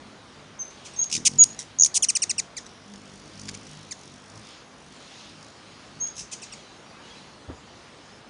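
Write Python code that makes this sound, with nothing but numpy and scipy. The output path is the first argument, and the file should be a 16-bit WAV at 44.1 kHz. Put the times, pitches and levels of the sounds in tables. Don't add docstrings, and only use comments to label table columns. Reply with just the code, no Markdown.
import sys
import numpy as np
from scipy import signal
from scipy.fft import rfft, irfft, next_fast_len
from scipy.io import wavfile
from scipy.ndimage import uniform_filter1d, map_coordinates

SR = 44100
rng = np.random.default_rng(int(sys.argv[2]) if len(sys.argv) > 2 else 0)


def nominal_scale(level):
    x = np.asarray(level, float) / 20
    return 10 ** x


def master_out(mix):
    frames = np.transpose(np.atleast_2d(mix))
    ceiling = np.clip(frames, -1, 1)
    pcm = np.round(ceiling * 32767).astype(np.int16)
    wavfile.write(sys.argv[1], SR, pcm)


N = 365985
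TIME_S = np.arange(N) / SR

# freq_hz, level_db_per_hz
DRONE_SPECTRUM = [(22, -35.5), (38, -20.5), (50, -5), (80, -4), (220, -1), (400, -4), (1200, -6.5),
                  (2000, -12), (4000, -20.5), (9000, -65)]
# freq_hz, level_db_per_hz
LEAF_SPECTRUM = [(900, -11), (1800, -4.5), (3000, 1), (5000, 1), (6800, -2.5), (8500, -9.5), (10300, -12),
                 (11200, -43.5)]
# closest_s, half_length_s, level_db
BRANCH_GUSTS = [(.05, 0.35, -62), (.9, .15, -52.5), (1.523, 0.17, -54.5), (2.248, 0.21, -56),
                (3.618, 0.38, -54), (4.52, 0.083, -51), (5.171, 0.17, -49), (5.753, 0.21, -55.5),
                (6.08, 0.11, -62), (6.521, 0.15, -53), (7.146, .12, -51.5), (7.799, .2, -62)]
# freq_hz, level_db_per_hz
BRANCH_SPECTRUM = [(900, -19.5), (1800, -4), (3000, 1.5), (4500, 0), (6500, -4.5), (8500, -13),
                   (10300, -19.5), (11200, -43.5)]
# start_s, rise_s, t60_s, noise_db, flap_hz, flap_db
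WIND_PUFF = (7.47, .028, .2, -33, 76, -37)
# freq_hz, level_db_per_hz
PUFF_SPECTRUM = [(35, -21), (75, 7.5), (130, -5.5), (300, -5), (900, -18), (1600, -21.5), (3000, -54)]
# closest_s, half_length_s, beat_hz, hum_db, swish_db
WING_PASSES = [(0.081, 0.061, 52.4, -49.5, -72), (0.463, .08, 51, -52, -80), (0.94, .1, 46, -54, -65),
               (1.181, .035, 37, -38, -58), (1.32, 0.074, 46.4, -39.5, -49.5),
               (1.477, 0.099, 54.4, -43.5, -53), (1.93, 0.11, 52, -49.5, -70), (2.397, 0.057, 48, -51, -72),
               (2.698, .07, 46.3, -52, -62), (2.968, 0.086, 50, -48.5, -58),
               (3.178, 0.13, 49.8, -46.5, -55), (3.454, 0.095, 51.4, -44, -50),
               (3.664, 0.17, 50.3, -46.5, -53.5), (4.078, 0.13, 47.4, -51.5, -56),
               (4.356, .13, 52.5, -50, -55), (4.92, .12, 50, -54.5, -58.5),
               (5.298, 0.072, 52.6, -50.5, -65), (5.44, 0.049, 55, -52.5, -53.5),
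               (5.977, 0.056, 52, -50, -61)]
# freq_hz, level_db
HUM_SPECTRUM = [(45, -16), (100, -3), (200, 0), (270, -4), (350, -10), (500, -14), (800, -40)]
# freq_hz, level_db_per_hz
SWISH_SPECTRUM = [(1500, -32.5), (3500, -7), (5500, 6.5), (7200, 1.5), (10500, -7.5), (11500, -46)]
OVERTONES_DB = [0, 1, 2, -1.5, -4, -9.5, -14]
# freq_hz, gain_db
THROAT_GAIN = [(1200, -22), (2000, -14), (3000, -12), (4500, -8), (5600, -2), (6600, 0), (8500, -5),
               (10200, -13), (11500, -30), (13000, -60)]
# time_s, yard_echo_db (re direct), beak_away_db_per_octave (below throat peak)
CALLER_POSITION = [(.6, -5.5, 8), (.95, -1, 1), (1.05, -17.5, 2), (1.14, -14, 3), (1.25, -26, 0),
                   (1.42, -22, -7), (1.6, -12, -0.5), (1.8, -26.5, -6), (2.0, -23.5, -2), (2.42, -23.5, 1),
                   (2.6, -11, 4), (3.5, -20, 6), (3.9, -16, 2.5), (6.05, -6.5, 2), (6.2, -2, 0.5),
                   (6.55, -5, 4.5)]
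# time_s, pitch_hz, level_db
WHISTLE_CONTOURS = [
    [(0.59, 6326, -41), (0.598, 6338, -34), (0.622, 6193, -29), (0.635, 6189, -37)],
    [(0.962, 6560, -39), (0.972, 6290, -40), (0.985, 6400, -35), (0.993, 6445, -20), (1.006, 6510, -23),
     (1.011, 6535, -38), (1.015, 6550, -23), (1.031, 6620, -19), (1.039, 6540, -26)],
    [(1.385, 6886, -20), (1.393, 6857, -11), (1.409, 6700, -8), (1.428, 6720, -7), (1.436, 6715, -11)],
    [(6.0, 6440, -41), (6.012, 6434, -28), (6.046, 6584, -27), (6.07, 6591, -38)],
]
# length_s, last_pitch_hz, last_level_db
WHISTLE_PLUNGES = [
    (0.0032, 4800, -68),
    (.006, 2400, -32),
    (0.007, 2000, -14.5),
    (.007, 2500, -44),
]
# start_s, length_s, pitch_hz, level_db
CREAKY_TICKS = [(.707, 0.0046, 2000, -51.5), (1.5899, 0.0043, 1746, -29.5), (1.598, .005, 1599, -35),
                (1.604, 0.0046, 1690, -37), (1.6115, 0.0034, 1700, -38), (1.618, .004, 1700, -40),
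                (1.627, 0.0026, 1920, -40), (2.6595, .002, 1900, -48), (2.664, 0.0033, 1900, -42),
                (2.937, 0.0034, 1698, -45.5), (2.959, 0.0024, 1603, -43), (3.4838, 0.0022, 2480, -31.5),
                (3.488, .004, 1596, -33.5), (3.4919, 0.0027, 1900, -34.5), (3.4955, .002, 1900, -34),
                (3.539, .0015, 2000, -43), (3.542, 0.0019, 2000, -37), (3.5464, 0.0033, 2830, -36.5),
                (3.55, 0.0023, 2000, -34), (3.668, .003, 1800, -44)]
# start_s, length_s, first_top_hz, last_top_hz, level_db
ZIGZAG_BUZZES = [
    (0.845, 0.032, 4600, 3200, -46.5),
    (1.25, 0.033, 4580, 3100, -15),
    (1.9408, 0.041, 5947, 3000, -18.5),
    (6.312, 0.03, 4594, 3100, -39.5),
]
# start_s, length_s, first_hz, last_hz, level_db
FALLING_CHIPS = [(.9355, .007, 2890, 2450, -43), (1.1754, 0.0075, 2100, 1598, -30),
                 (1.867, 0.013, 3880, 1500, -36.5), (2.023, 0.029, 3530, 1505, -17),
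                 (2.085, 0.024, 3120, 1684, -17.5), (2.151, 0.024, 3090, 1610, -19),
                 (2.219, 0.024, 3010, 1610, -19.5), (2.294, 0.024, 2985, 1620, -21.5),
                 (2.38, 0.024, 2970, 1636, -21.5), (2.5656, .025, 2500, 1435, -33),
                 (3.9085, 0.022, 2563, 1490, -33), (6.417, 0.027, 3020, 1680, -42.5),
                 (6.521, .022, 2944, 1800, -43.5)]
# start_s, first_hz, top_hz, level_db
TRILL_SYLLABLES = [(1.098, 2000, 6000, -38), (1.113, 2460, 6500, -29.5), (1.125, 2466, 6400, -21.5),
                   (1.1377, 2560, 6300, -23), (1.15, 2270, 6130, -22.5), (1.1633, 2080, 5200, -26),
                   (1.7868, 5500, 6800, -17), (1.7971, 5400, 6850, -7), (1.8088, 5700, 6900, -4.5),
                   (1.821, 5200, 6850, -3), (1.8337, 4400, 6750, -2.5), (1.8462, 3100, 6600, -10),
                   (1.859, 2170, 5940, -20), (6.154, 3000, 6440, -46.5), (6.165, 2990, 6370, -38.5),
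                   (6.178, 2493, 6520, -39), (6.191, 2520, 6400, -35.5), (6.204, 2400, 6340, -38.5),
                   (6.217, 2270, 5800, -46)]
# start_s, length_s, pitch_hz, rise_share, level_db
SONG_NOTES = [
    (6.03, .12, 3320, .005, -68),
    (6.39, .07, 2560, .05, -68),
    (6.565, .06, 3250, .03, -67),
    (6.62, .16, 4000, .01, -68.5),
    (6.91, .08, 2450, .08, -66),
    (7.02, .05, 2820, .04, -65),
    (7.09, .05, 3250, .02, -63),
    (7.155, .04, 3950, .015, -63),
]
# freq_hz, t60_s
YARD_DECAY = [(1500, 0.13), (6500, 0.27), (10000, 0.18)]
# freq_hz, t60_s
NEAR_DECAY = [(1500, 0.04), (10000, 0.027)]
# centre_hz, width_hz, depth_0_to_1
HOUSING_NOTCH = (7625, 465, 0.94)

DRONE_DB, LEAVES_DB = -50, -56
FAR_WINGS_DB, HOVER_BEAT_HZ = -60, 51
THROAT_PEAK_HZ = 6500
BUZZ_BOTTOM_SHARE = 0.53
SLACK_BELOW_HZ, QUICK_RISE_S, SLOW_RISE_S = 3050, 0.0044, 0.0088
SAG_HZ_PER_S = 270000
NEAR_DB, NEAR_DB_PER_YARD_DB = 3.5, 0.67
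WHISTLE_NEAR_DB = -22
BAND_LIMIT_HZ, MASK_DB = 10630, -47.5


def unit(x):
    return x / np.sqrt(np.mean(x ** 2) + 1e-20)


def along(points, hz):
    f, v = np.transpose(points)
    return np.interp(np.log(hz + 1), np.log(f + 1), v, left=v[0], right=v[-1])


def wobble(rate_hz, count=N):
    knots = rng.standard_normal(int(count * rate_hz / SR) + 4)
    return map_coordinates(knots, [np.arange(count) * rate_hz / SR])


def filtered(x, response):
    m = next_fast_len(N + SR // 2)
    return irfft(rfft(x, m) * response(np.fft.rfftfreq(m, 1 / SR)), m)[..., :N]


def rush(spectrum, patchy_db):
    z = signal.stft(rng.standard_normal(N), nperseg=512)[2]
    patches = uniform_filter1d(rng.standard_normal(z.shape), size=6, axis=0)
    patches = uniform_filter1d(patches, size=14, axis=1)
    noise = signal.istft(z * nominal_scale(patchy_db * unit(patches)), nperseg=512)[1][:N]
    return unit(filtered(noise, lambda hz: nominal_scale(along(spectrum, hz))))


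def swells(closest_s, half_s, level_db):
    distance = (TIME_S - closest_s[:, None]) / half_s[:, None]
    return nominal_scale(2 * level_db)[:, None] * np.exp(-distance ** 2)


def span(length_s):
    return np.linspace(0, 1, max(round(length_s * SR), 8))


def add_note(track, start_s, hz, level_db, attack_s, release_s, jitter=0.0031):
    count = len(hz)
    t = np.arange(count) / SR
    phase = 2 * np.pi * np.cumsum(hz * (1 + jitter * wobble(900, count))) / SR
    k = np.arange(1, len(OVERTONES_DB) + 1)[:, None]
    purer_db = (k - 1) * 9 * np.clip(hz / 1000 - 3.6, 0, None)
    throat_db = along(THROAT_GAIN, k * hz) - along(THROAT_GAIN, THROAT_PEAK_HZ)
    time_s, _, beak_db = np.transpose(CALLER_POSITION)
    turned_db = np.interp(start_s, time_s, beak_db) * np.log2(THROAT_PEAK_HZ / (k * hz))
    gain_db = np.c_[OVERTONES_DB] - purer_db + throat_db + turned_db
    stack = np.sum(nominal_scale(gain_db) * np.sin(k * phase), axis=0)
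    gate = np.clip(t / attack_s, 0, 1) * np.clip((t[-1] - t) / release_s, 0, 1)
    flutter = nominal_scale(0.3 * wobble(300, count))
    track[round(start_s * SR):][:count] += np.sqrt(2) * nominal_scale(level_db) * flutter * gate * stack


def wind_puff():
    start_s, rise_s, t60_s, noise_db, flap_hz, flap_db = WIND_PUFF
    t = np.clip(TIME_S - start_s, 0, None)
    envelope = np.clip(t / rise_s, 0, 1) ** 2 * nominal_scale(-60 * np.clip(t - rise_s, 0, None) / t60_s)
    flap = nominal_scale(flap_db) * np.sin(2 * np.pi * flap_hz * t)
    return envelope * (nominal_scale(noise_db) * rush(PUFF_SPECTRUM, patchy_db=0.5) + flap)


def air():
    drone = nominal_scale(DRONE_DB + 0.7 * wobble(3)) * rush(DRONE_SPECTRUM, patchy_db=1.1)
    leaves = nominal_scale(LEAVES_DB + 0.16 * wobble(4.4)) * rush(LEAF_SPECTRUM, patchy_db=2.5)
    gusts = np.sqrt(swells(*np.transpose(BRANCH_GUSTS)).sum(axis=0))
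    branches = gusts * rush(BRANCH_SPECTRUM, patchy_db=2.0)
    return drone + leaves + branches + wind_puff()


def wings():
    closest_s, half_s, beat_hz, hum_db, swish_db = np.transpose(WING_PASSES)
    near, far = swells(closest_s, half_s, hum_db), nominal_scale(2 * FAR_WINGS_DB)
    power = near.sum(axis=0) + far
    rate_hz = (beat_hz @ near + HOVER_BEAT_HZ * far) / power
    phase = 2 * np.pi * np.cumsum(rate_hz * (1 + 0.02 * wobble(25))) / SR
    hum = np.zeros(N)
    for k in range(1, 13):
        gain = nominal_scale(along(HUM_SPECTRUM, k * rate_hz) + 4 * wobble(11))
        hum += gain * np.cos(k * phase + 0.9 * wobble(13))
    stroke_db = 6.5 * np.cos(phase) + 4.5 * np.cos(2 * phase) + 2.5 * wobble(50)
    swish = nominal_scale(stroke_db) * rush(SWISH_SPECTRUM, patchy_db=1.5)
    swish_gain = np.sqrt(swells(closest_s, half_s, swish_db).sum(axis=0))
    return nominal_scale(-2.5) * np.sqrt(power) * unit(hum) + swish_gain * unit(swish)


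def whistles(track):
    for contour, (fall_s, last_hz, last_db) in zip(WHISTLE_CONTOURS, WHISTLE_PLUNGES):
        s, hz, db = np.transpose(contour)
        held_s = s[-1] - s[0]
        t, u = s[0] + held_s * span(held_s), span(fall_s)
        drop = np.sin(np.pi / 2 * u) ** 1.6
        pitch_hz = np.r_[np.interp(t, s, hz), hz[-1] + (last_hz - hz[-1]) * drop]
        level_db = np.r_[np.interp(t, s, db), db[-1] + (last_db - db[-1]) * u]
        add_note(track, s[0], pitch_hz, level_db, 0.0015, 0.0015)


def ticks(track):
    for start_s, length_s, hz, db in CREAKY_TICKS:
        add_note(track, start_s, hz * (1 + 0.15 * span(length_s)), db, 0.0005, 0.0015, jitter=0.1)


def buzzes(track):
    for start_s, length_s, first_hz, last_hz, db in ZIGZAG_BUZZES:
        u = span(length_s)
        swings = np.cumsum(228 - 1700 * u * length_s) / SR - 0.51
        zigzag = np.arcsin(0.95 * np.cos(2 * np.pi * swings)) / np.pi + 0.5
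        top_hz = first_hz + (last_hz - first_hz) * u ** 0.89
        pitch_hz = top_hz * (BUZZ_BOTTOM_SHARE + (1 - BUZZ_BOTTOM_SHARE) * zigzag)
        add_note(track, start_s, pitch_hz, db - 8 * (1 - u) ** 4, 0.002, 0.006)


def chips(track):
    for start_s, length_s, first_hz, last_hz, db in FALLING_CHIPS:
        u = span(length_s)
        slack = np.clip((2800 - first_hz) / 300, 0, 1)
        fall = 0.8 * u ** (rng.uniform(1.05, 1.35) - 0.4 * slack) + 0.2 * u ** 6
        pitch_hz = first_hz + (last_hz - first_hz) * fall
        level_db = db - 6 * (1 - u) ** 5 - (3.5 + 2.5 * slack) * u
        add_note(track, start_s, pitch_hz, level_db, 0.002, 0.0035, jitter=0.011)


def trills(track):
    for start_s, first_hz, top_hz, db in TRILL_SYLLABLES:
        rise_s = SLOW_RISE_S if first_hz < SLACK_BELOW_HZ else QUICK_RISE_S
        up = np.sin(np.pi / 2 * span(rise_s)) ** max(1.9 * top_hz / first_hz - 2.1, 0.45)
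        fall_s = np.clip(0.0105 - rise_s, 0.0025, 1.3 * rise_s)
        sag_hz = SAG_HZ_PER_S * fall_s * span(fall_s) ** 2.6
        pitch_hz = np.r_[first_hz + (top_hz - first_hz) * up, top_hz - sag_hz]
        fade_db = 17 * min(first_hz / 3800, 1) ** 4.5 * np.linspace(0, 1, len(pitch_hz)) ** 0.8
        add_note(track, start_s, pitch_hz, db - fade_db, 0.0012, 0.002)


def songbird():
    far = np.zeros(N)
    for start_s, length_s, hz, rise_share, db in SONG_NOTES:
        u = span(length_s)
        count = len(u)
        pitch_hz = hz * (1 + rise_share * u + 0.0067 * wobble(155, count))
        tone = np.sin(2 * np.pi * np.cumsum(pitch_hz) / SR)
        level = nominal_scale(db + 10 + 1.2 * wobble(60, count)) * np.sin(np.pi * u) ** 0.5
        far[round(start_s * SR):][:count] += level * tone
    return far


def scatter(x, decay, onset_s, block_s=0.19):
    out, step = np.zeros(N + SR), round(block_s * SR)
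    for a in range(0, N, step):
        block = x[a:a + step]
        if np.any(block):
            hz, t, z = signal.stft(rng.standard_normal(SR // 2), SR, nperseg=128)
            tail = signal.istft(z * nominal_scale(-60 * t / along(decay, hz)[:, None]), SR, nperseg=128)[1]
            tail *= np.clip(np.arange(len(tail)) / SR / onset_s, 0, 1)
            wet = signal.fftconvolve(block, tail / np.linalg.norm(tail))
            out[a:a + len(wet)] += wet
    return out[:N]


def scene():
    backdrop = air() + wings()
    pure, rough = np.zeros((2, N))
    whistles(pure)
    for call in (ticks, buzzes, chips, trills):
        call(rough)
    far = songbird()
    time_s, echo_db, _ = np.transpose(CALLER_POSITION)
    yard_db = np.interp(TIME_S, time_s, echo_db)
    yard = scatter((pure + rough) * nominal_scale(yard_db) + 0.6 * far, YARD_DECAY, onset_s=0.006)
    near_gain = nominal_scale(NEAR_DB + NEAR_DB_PER_YARD_DB * yard_db)
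    near = scatter((nominal_scale(WHISTLE_NEAR_DB) * pure + rough) * near_gain, NEAR_DECAY, onset_s=0.001)
    return (pure + rough + far + yard + near + backdrop)[None]


def housing(hz):
    centre_hz, width_hz, depth = HOUSING_NOTCH
    resonance = 1j * hz * width_hz / (centre_hz ** 2 - hz ** 2 + 1j * hz * width_hz)
    return (1 - depth * resonance) * nominal_scale(-60 * np.clip((hz - BAND_LIMIT_HZ) / 1100, 0, 1))


def drop_masked(x):
    hz, _, z = signal.stft(x, SR, nperseg=1024)
    power = uniform_filter1d(np.abs(z) ** 2, size=9, axis=1)
    loud = power[:, (hz > 5500) & (hz < 7200)].max(axis=1, keepdims=True)
    draws = rng.standard_normal((len(hz) // 14 + 1, z.shape[2] // 3 + 1))
    chance = np.kron(draws, np.ones((14, 3)))[:len(hz), :z.shape[2]]
    limit = nominal_scale(2 * (MASK_DB + 4 * chance))
    masked = (power < loud * limit) & (hz[:, None] > 7300)
    return signal.istft(np.where(masked, 0.1 * z, z), SR, nperseg=1024)[1][:, :N]


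def low_pass(x):
    return signal.sosfilt(signal.butter(12, 11640, fs=SR, output="sos"), x)


def record(dry):
    return low_pass(drop_masked(filtered(dry, housing)))


dry = scene()
out = record(dry)
master_out(out)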